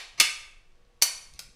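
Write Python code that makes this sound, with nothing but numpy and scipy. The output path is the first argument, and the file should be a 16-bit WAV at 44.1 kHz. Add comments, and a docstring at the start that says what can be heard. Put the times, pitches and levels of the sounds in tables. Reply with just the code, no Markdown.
"""A pistol slide is worked by hand over a workbench: steel scrapes, slams home and a catch snaps over.
Each contact is a short pulse and a scattered crack over ringing steel modes; dull thuds lie under the blows.
The hard-walled workshop answers with one wall echo and a long bright tail of noise decaying by bands.
Behind it lie room noise, low rumble, a rustle of sleeve and hand, and a faint wavering electrical hum."""
import sys
import numpy as np
from scipy import signal
from scipy.fft import rfft, irfft
from scipy.io import wavfile

SR = 44100
rng = np.random.default_rng(int(sys.argv[2]) if len(sys.argv) > 2 else 0)


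def wav_out(sig):
    """Save sig, one row per channel (or a flat mono array), as 16-bit PCM at SR to the path in sys.argv[1]."""
    wavfile.write(sys.argv[1], SR, np.round(np.clip(np.atleast_2d(sig).T, -1, 1) * 32767).astype(np.int16))


def volts_from_decibels(level):
    """Turn decibel levels (scalar or array-like) into linear amplitude factors."""
    exponent = np.asarray(level, float) / 20
    return 10 ** exponent


N = 68355
LEAD = SR // 4  # samples kept ahead of time zero, for blows whose tails are already sounding

# The slide slams home. Each row: start in seconds, nominal level in dB, centre of the blow's colour in Hz,
# its width in octaves, crack T60 in seconds, ringing in dB.
SLIDE_SLAMS = [(-0.06, -12, 3180, 0.77, .03, -20.5), (-0.05, -25.5, 2570, 2.13, .03, -22.5),
               (0.1997, -8, 4500, 1.25, .025, -4), (0.2028, -8.5, 3500, 1.41, .025, -9.5),
               (0.2094, -2, 2750, 0.49, .006, -14)]
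# The catch snaps over. Each row: the same columns as the slams.
CATCH_SNAPS = [(1.0221, -6.5, 5660, 1.106, 0.017, -6), (1.0236, -18.5, 1940, 0.92, 0.0087, -15),
               (1.0275, -18.5, 7950, 0.92, 0.022, -1.5), (1.392, -28.5, 4000, 1.5, .018, -24),
               (1.3926, -22, 4960, 0.3, 0.018, -40)]
# Modes of slide and frame. Each row: frequency in Hz, level in dB when the slide strikes,
# level in dB when the catch strikes, T60 in seconds.
STEEL_MODES = [(563, -13.5, -9.5, 0.01), (1200, -7, -43, 0.056), (1600, -20.5, -5, 0.035),
               (2142, 0, -5, 0.036), (2341, -4.5, -5, 0.02), (2537, -4, -3, 0.032),
               (2654, -4.5, -31, 0.033), (2911, -12.5, -15, .04), (3500, -8, -21, 0.017),
               (4370, -2.5, -6.5, 0.1), (4506, -2.5, 1.5, 0.028), (5094, -7.5, -21.5, 0.047),
               (5260, -9.5, -6.5, .03), (5914, -2, 0.5, .03), (6450, -6, -8, 0.027),
               (7285, -19, -10.5, 0.038), (8790, -5, -9, .03), (8960, -11.5, -5.5, .03),
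               (9720, -12.5, -16.5, 0.021), (10640, -21, -9, 0.027), (11700, -13.5, -28, 0.051),
               (12860, -19, -13, .02), (14600, -22, -24.5, .03)]
# Dull knocks of the frame in the hand. Each row: start in seconds, dry peak in dB, lower edge in Hz,
# upper edge in Hz, T60 in seconds.
FRAME_THUDS = [(-0.06, -32, 287, 1050, 0.046), (0.187, -44, 302, 1200, 0.024),
               (0.2089, -24.5, 215.6, 1099, .03), (1.0227, -24.5, 403, 1587, 0.014),
               (1.3921, -37, 470, 2340, .025)]
# Small ticks of loose parts. Each row: start in seconds, nominal level in dB, colour in Hz.
LOOSE_TICKS = [(0.1978, -67, 4040), (0.72, -64, 4413), (0.755, -63, 4850), (0.85, -63.5, 4500),
               (0.966, -71, 5070), (1.0175, -29, 5080), (1.0181, -30.5, 5500), (1.3372, -43.5, 8760),
               (1.338, -46.5, 4440), (1.3565, -55, 4800), (1.3602, -52.5, 4500), (1.3642, -48.5, 3000)]
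# Slide scraping on its rails. Each row: start in seconds, length in seconds (clicks stop by 0.136 s),
# rms level in dB over that length, colour in Hz.
RAIL_SCRAPES = [(0.176, .024, -43.5, 2400), (1.016, .006, -33, 3835), (1.33, 0.17, -66.5, 3500)]
# Decay of the room tail. Each row: frequency in Hz, T60 in seconds.
ROOM_DECAY = [(250, .5), (600, 0.69), (1200, 0.6081), (2400, 0.59), (5000, 0.51), (9000, 0.4937),
              (15000, 0.07)]
# Colour of the room tail. Each row: frequency in Hz, relative level in dB.
ROOM_COLOUR = [(250, -11), (600, -3.5), (1200, 1), (2400, -0.8), (5000, -3.6), (9000, -2.56), (15000, 5)]
# Colour of the room noise. Each row: frequency in Hz, relative level in dB per Hz.
NOISE_COLOUR = [(70, -18), (120, -10.5), (250, -18), (500, -14.5), (1000, -20.5), (2500, -22.5),
                (5000, -28), (9000, -35), (16000, -48.5)]
# Course of the low rumble. Each row: time in seconds, rms level in dB.
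RUMBLE_LEVEL = [(0.0, -63.5), (0.2, -59), (0.6, -57.5), (0.9, -58), (1.15, -62), (1.33, -47), (1.45, -55.5),
                (1.55, -54.5)]
# Colour of the rumble. Each row: frequency in Hz, relative level in dB per Hz.
RUMBLE_COLOUR = [(8, -20.5), (13, 3), (29, -3), (45, -19), (60, -12.5), (85, -26.5), (120, -29),
                 (200, -47.5), (500, -120)]
# Course of the rustle of sleeve and hand. Each row: time in seconds, rms level in dB.
RUSTLE_LEVEL = [(0.0, -100), (0.098, -84), (0.194, -63), (0.43, -83.5), (1.294, -72.5), (1.334, -65.5),
                (1.55, -68.5)]
# Electrical hum. Each row: frequency in Hz, nominal level in dB, onset in seconds.
HUM_LINES = [(360, -84, 0.0), (481, -78, .76), (1123, -81, 0.0)]

SKIRT_DB = -25.5  # weakest excitation, far from a blow's colour
PULSE_DB, MODE_SPREAD_DB = -1, 1.5  # peak of first contact; random spread of each mode
SCATTER_GAIN = 0.75  # feedback of the all-pass loops
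SMALL_T60_S, SMALL_RING_DB = 0.006, -2  # crack decay and ringing of ticks and scrapes
TICK_OCTAVES, SCRAPE_OCTAVES = 0.35, 1
CLICKS_PER_S, CLICK_DIP_DB = 4000, 1.5  # scrape density; average drop below the strongest click
ECHO_S, ECHO_DB = 0.0088, -7  # nearest wall: about three metres of extra path
ROOM_DB, ROOM_ONSET_S = -6.5, 0.015  # tail energy against the direct sound; fade-in
EARLY_DB, EARLY_T60_S = -0.5, 0.15  # extra early tail
NOISE_DB = -70
RUSTLE_LOW_HZ, RUSTLE_HIGH_HZ = 88, 190
HUM_WIDTH_HZ = 5.5  # pole frequency of the wavering
PEAK_CEILING = 1.1  # height towards which peaks are rounded
CUTOFF_HZ = 17000  # edge of the stop band, 60 dB down


def in_log_hz(points, hz):
    """Read a table of frequency and value on a log frequency axis."""
    table_hz, value = np.transpose(points)
    return np.interp(np.log(np.maximum(hz, 1)), np.log(table_hz), value)


def dying(t60, size):
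    """Exponential decay, falling 60 dB in t60 seconds."""
    return volts_from_decibels(-60 * np.arange(size) / (t60 * SR))


def band(x, low_hz, high_hz):
    """Band-pass between two edges, held within 20 Hz and 19 kHz."""
    edges = np.clip([low_hz, high_hz], 20, 19000)
    return signal.sosfilt(signal.butter(2, edges, "band", fs=SR, output="sos"), x)


def add(out, sound, s):
    """Mix a sound in at a time in seconds."""
    i = int(round(s * SR)) + LEAD
    out[i:i + len(sound)] += sound[:len(out) - i]


def colour(hz, centre_hz, octaves):
    """Bell-shaped weight in log frequency over a low skirt."""
    distance = np.log2(np.maximum(hz, 1) / centre_hz) / octaves
    return np.exp(-0.5 * distance ** 2) + volts_from_decibels(SKIRT_DB)


def scatter(t60, size):
    """A click scattered through a chain of short all-pass loops: a dying crackle with an even spectrum."""
    x = (np.arange(size) == 0) * np.sqrt(np.sum(dying(t60, size) ** 2))
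    for share in rng.uniform(0.3, 1, 7) * np.geomspace(0.06, 0.008, 7):
        loop = np.zeros(int(share * t60 * SR) + 3)
        loop[0], loop[-1] = 1, -SCATTER_GAIN
        x = signal.lfilter(loop[::-1], loop, x + 1e-18)
    return x


def steel_ring(centre_hz, octaves, place, size):
    """Decaying sine modes of the steel, weighted by the blow's colour and by the place struck."""
    t = np.arange(size) / SR
    ring = np.zeros(size)
    for k, (hz, *place_db, t60) in enumerate(STEEL_MODES):
        level = volts_from_decibels(place_db[place] + MODE_SPREAD_DB * rng.standard_normal())
        level = level * colour(hz, centre_hz, octaves) * (-1) ** k  # neighbours in opposite sign
        ring += level * np.sin(2 * np.pi * hz * t) * dying(t60, size)
    return ring


def blow(centre_hz, octaves, crack_t60, ring_db, place=0, size=8192):
    """One contact: a pulse and a scattered crack over the ringing modes (place 0 slide, 1 catch)."""
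    low, high = centre_hz * 2 ** -octaves, centre_hz * 2 ** octaves
    ring = volts_from_decibels(ring_db) * steel_ring(centre_hz, octaves, place, size)
    white = scatter(crack_t60, size)
    crack = band(white, low, high) + volts_from_decibels(SKIRT_DB) * white
    pulse = band((np.arange(size) == 0).astype(float), low, high)
    return ring + crack - volts_from_decibels(PULSE_DB) * pulse / np.max(np.abs(pulse))


def small_contact(hz, octaves):
    """A light contact of steel parts: a blow whose ringing is damped."""
    return blow(hz, octaves, SMALL_T60_S, SMALL_RING_DB) * dying(3 * SMALL_T60_S, 8192)


def thud(low_hz, high_hz, t60, size=4096):
    """A dull scattered knock that dies quickly, peak 1."""
    knock = band(scatter(t60, size), low_hz, high_hz)
    return knock / np.max(np.abs(knock))


def grit(length, size=6000):
    """Dense uneven clicks for the length of a stroke, within size samples."""
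    when, big, sign = rng.random((3, size))
    clicks = (when < CLICKS_PER_S / SR) * np.sign(sign - 0.5)
    clicks = clicks * volts_from_decibels(CLICK_DIP_DB * np.log(big + 1e-3))
    return clicks * (np.arange(size) < length * SR)


def scrape(length, hz):
    """Steel rubbing on steel: grit in which every click sets off a small contact, scaled to rms 1."""
    rub = signal.fftconvolve(grit(length), small_contact(hz, SCRAPE_OCTAVES))
    return rub / np.std(rub[:int(length * SR)])


def pistol():
    """Blows, thuds, ticks and scrapes on one steel body, dry."""
    out = np.zeros(N + LEAD)
    for place, table in enumerate((SLIDE_SLAMS, CATCH_SNAPS)):
        for s, db, *kind in table:
            add(out, volts_from_decibels(db) * blow(*kind, place=place), s)
    for s, db, *kind in FRAME_THUDS:
        add(out, volts_from_decibels(db) * thud(*kind), s)
    for s, db, hz in LOOSE_TICKS:
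        add(out, volts_from_decibels(db) * small_contact(hz, TICK_OCTAVES), s)
    for s, length, db, hz in RAIL_SCRAPES:
        add(out, volts_from_decibels(db) * scrape(length, hz), s)
    return out


def room_tail():
    """Diffuse noise that dies band by band, stronger early on, with unit energy."""
    size = SR * 3 // 2
    edges = 120 * 2 ** np.arange(0, 7.3, 0.5)  # half octaves
    white = rng.standard_normal((2, size))
    tail = np.zeros(size)
    for k, (low, high) in enumerate(zip(edges, edges[1:])):
        hz = np.sqrt(low * high)
        level = volts_from_decibels(in_log_hz(ROOM_COLOUR, hz))
        # neighbouring bands take different noise
        tail += level * band(white[k % 2], low, high) * dying(in_log_hz(ROOM_DECAY, hz), size)
    tail = tail * (1 + volts_from_decibels(EARLY_DB) * dying(EARLY_T60_S, size))
    tail = tail * np.clip(np.arange(size) / SR / ROOM_ONSET_S, 0, 1) ** 2
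    return tail / np.sqrt(np.sum(tail ** 2))


def workshop(x):
    """Direct sound, one wall echo and the diffuse tail, by convolution."""
    answer = volts_from_decibels(ROOM_DB) * room_tail()
    answer[0] += 1
    answer[int(ECHO_S * SR)] += volts_from_decibels(ECHO_DB)
    return signal.fftconvolve(x, answer)[LEAD:LEAD + N]


def rms_one(x):
    """Scale to rms 1."""
    return x / np.sqrt(np.mean(x ** 2) + 1e-20)


def coloured(points, size):
    """Noise with a given spectrum, empty up to its first frequency, rms 1."""
    hz = np.arange(size // 2 + 1) * SR / size
    shape = volts_from_decibels(in_log_hz(points, hz)) * (hz > points[0][0])
    return rms_one(irfft(rfft(rng.standard_normal(size)) * shape, size))


def course(points):
    """Gain over time from a table of seconds and dB."""
    return volts_from_decibels(np.interp(np.arange(N) / SR, *np.transpose(points)))


def room_noise():
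    """Steady coloured noise of the room."""
    return volts_from_decibels(NOISE_DB) * coloured(NOISE_COLOUR, N)


def rumble():
    """Low coloured noise that swells and sinks."""
    return course(RUMBLE_LEVEL) * coloured(RUMBLE_COLOUR, N)


def rustle():
    """Soft low rustle of sleeve and hand: band-passed noise under a level curve."""
    return course(RUSTLE_LEVEL) * rms_one(band(rng.standard_normal(N), RUSTLE_LOW_HZ, RUSTLE_HIGH_HZ))


def hum():
    """Sine lines whose levels waver with slow smoothed noise."""
    t = np.arange(N) / SR
    out = np.zeros(N)
    r = np.exp(-2 * np.pi * HUM_WIDTH_HZ / SR)
    for hz, db, start in HUM_LINES:
        waver = rms_one(signal.lfilter([1], [1, -2 * r, r * r], rng.standard_normal(N)))
        level = volts_from_decibels(db + 1.5 + 2.5 * waver)  # amplitude in dB, wavering by 2.5 dB rms
        out += level * np.sin(2 * np.pi * hz * t) * np.clip((t - start) / 0.01, 0, 1)
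    return out


def background():
    """Sum of the quiet layers behind the pistol."""
    return room_noise() + rumble() + rustle() + hum()


def scene():
    """Pistol in its workshop over the background, one channel."""
    return (workshop(pistol()) + background())[None]


def roll_off(x):
    """The treble ends steeply here."""
    return signal.sosfilt(signal.butter(12, 16810, fs=SR, output="sos"), x)


def record(dry):
    """The microphone signal has its peaks softly rounded and its extreme top cut."""
    rounded = PEAK_CEILING * np.tanh(dry / PEAK_CEILING)
    low_pass = signal.cheby2(10, 60, CUTOFF_HZ, fs=SR, output="sos")
    finished = signal.sosfilt(low_pass, rounded)
    return roll_off(finished)


dry = scene()
out = record(dry)
wav_out(out)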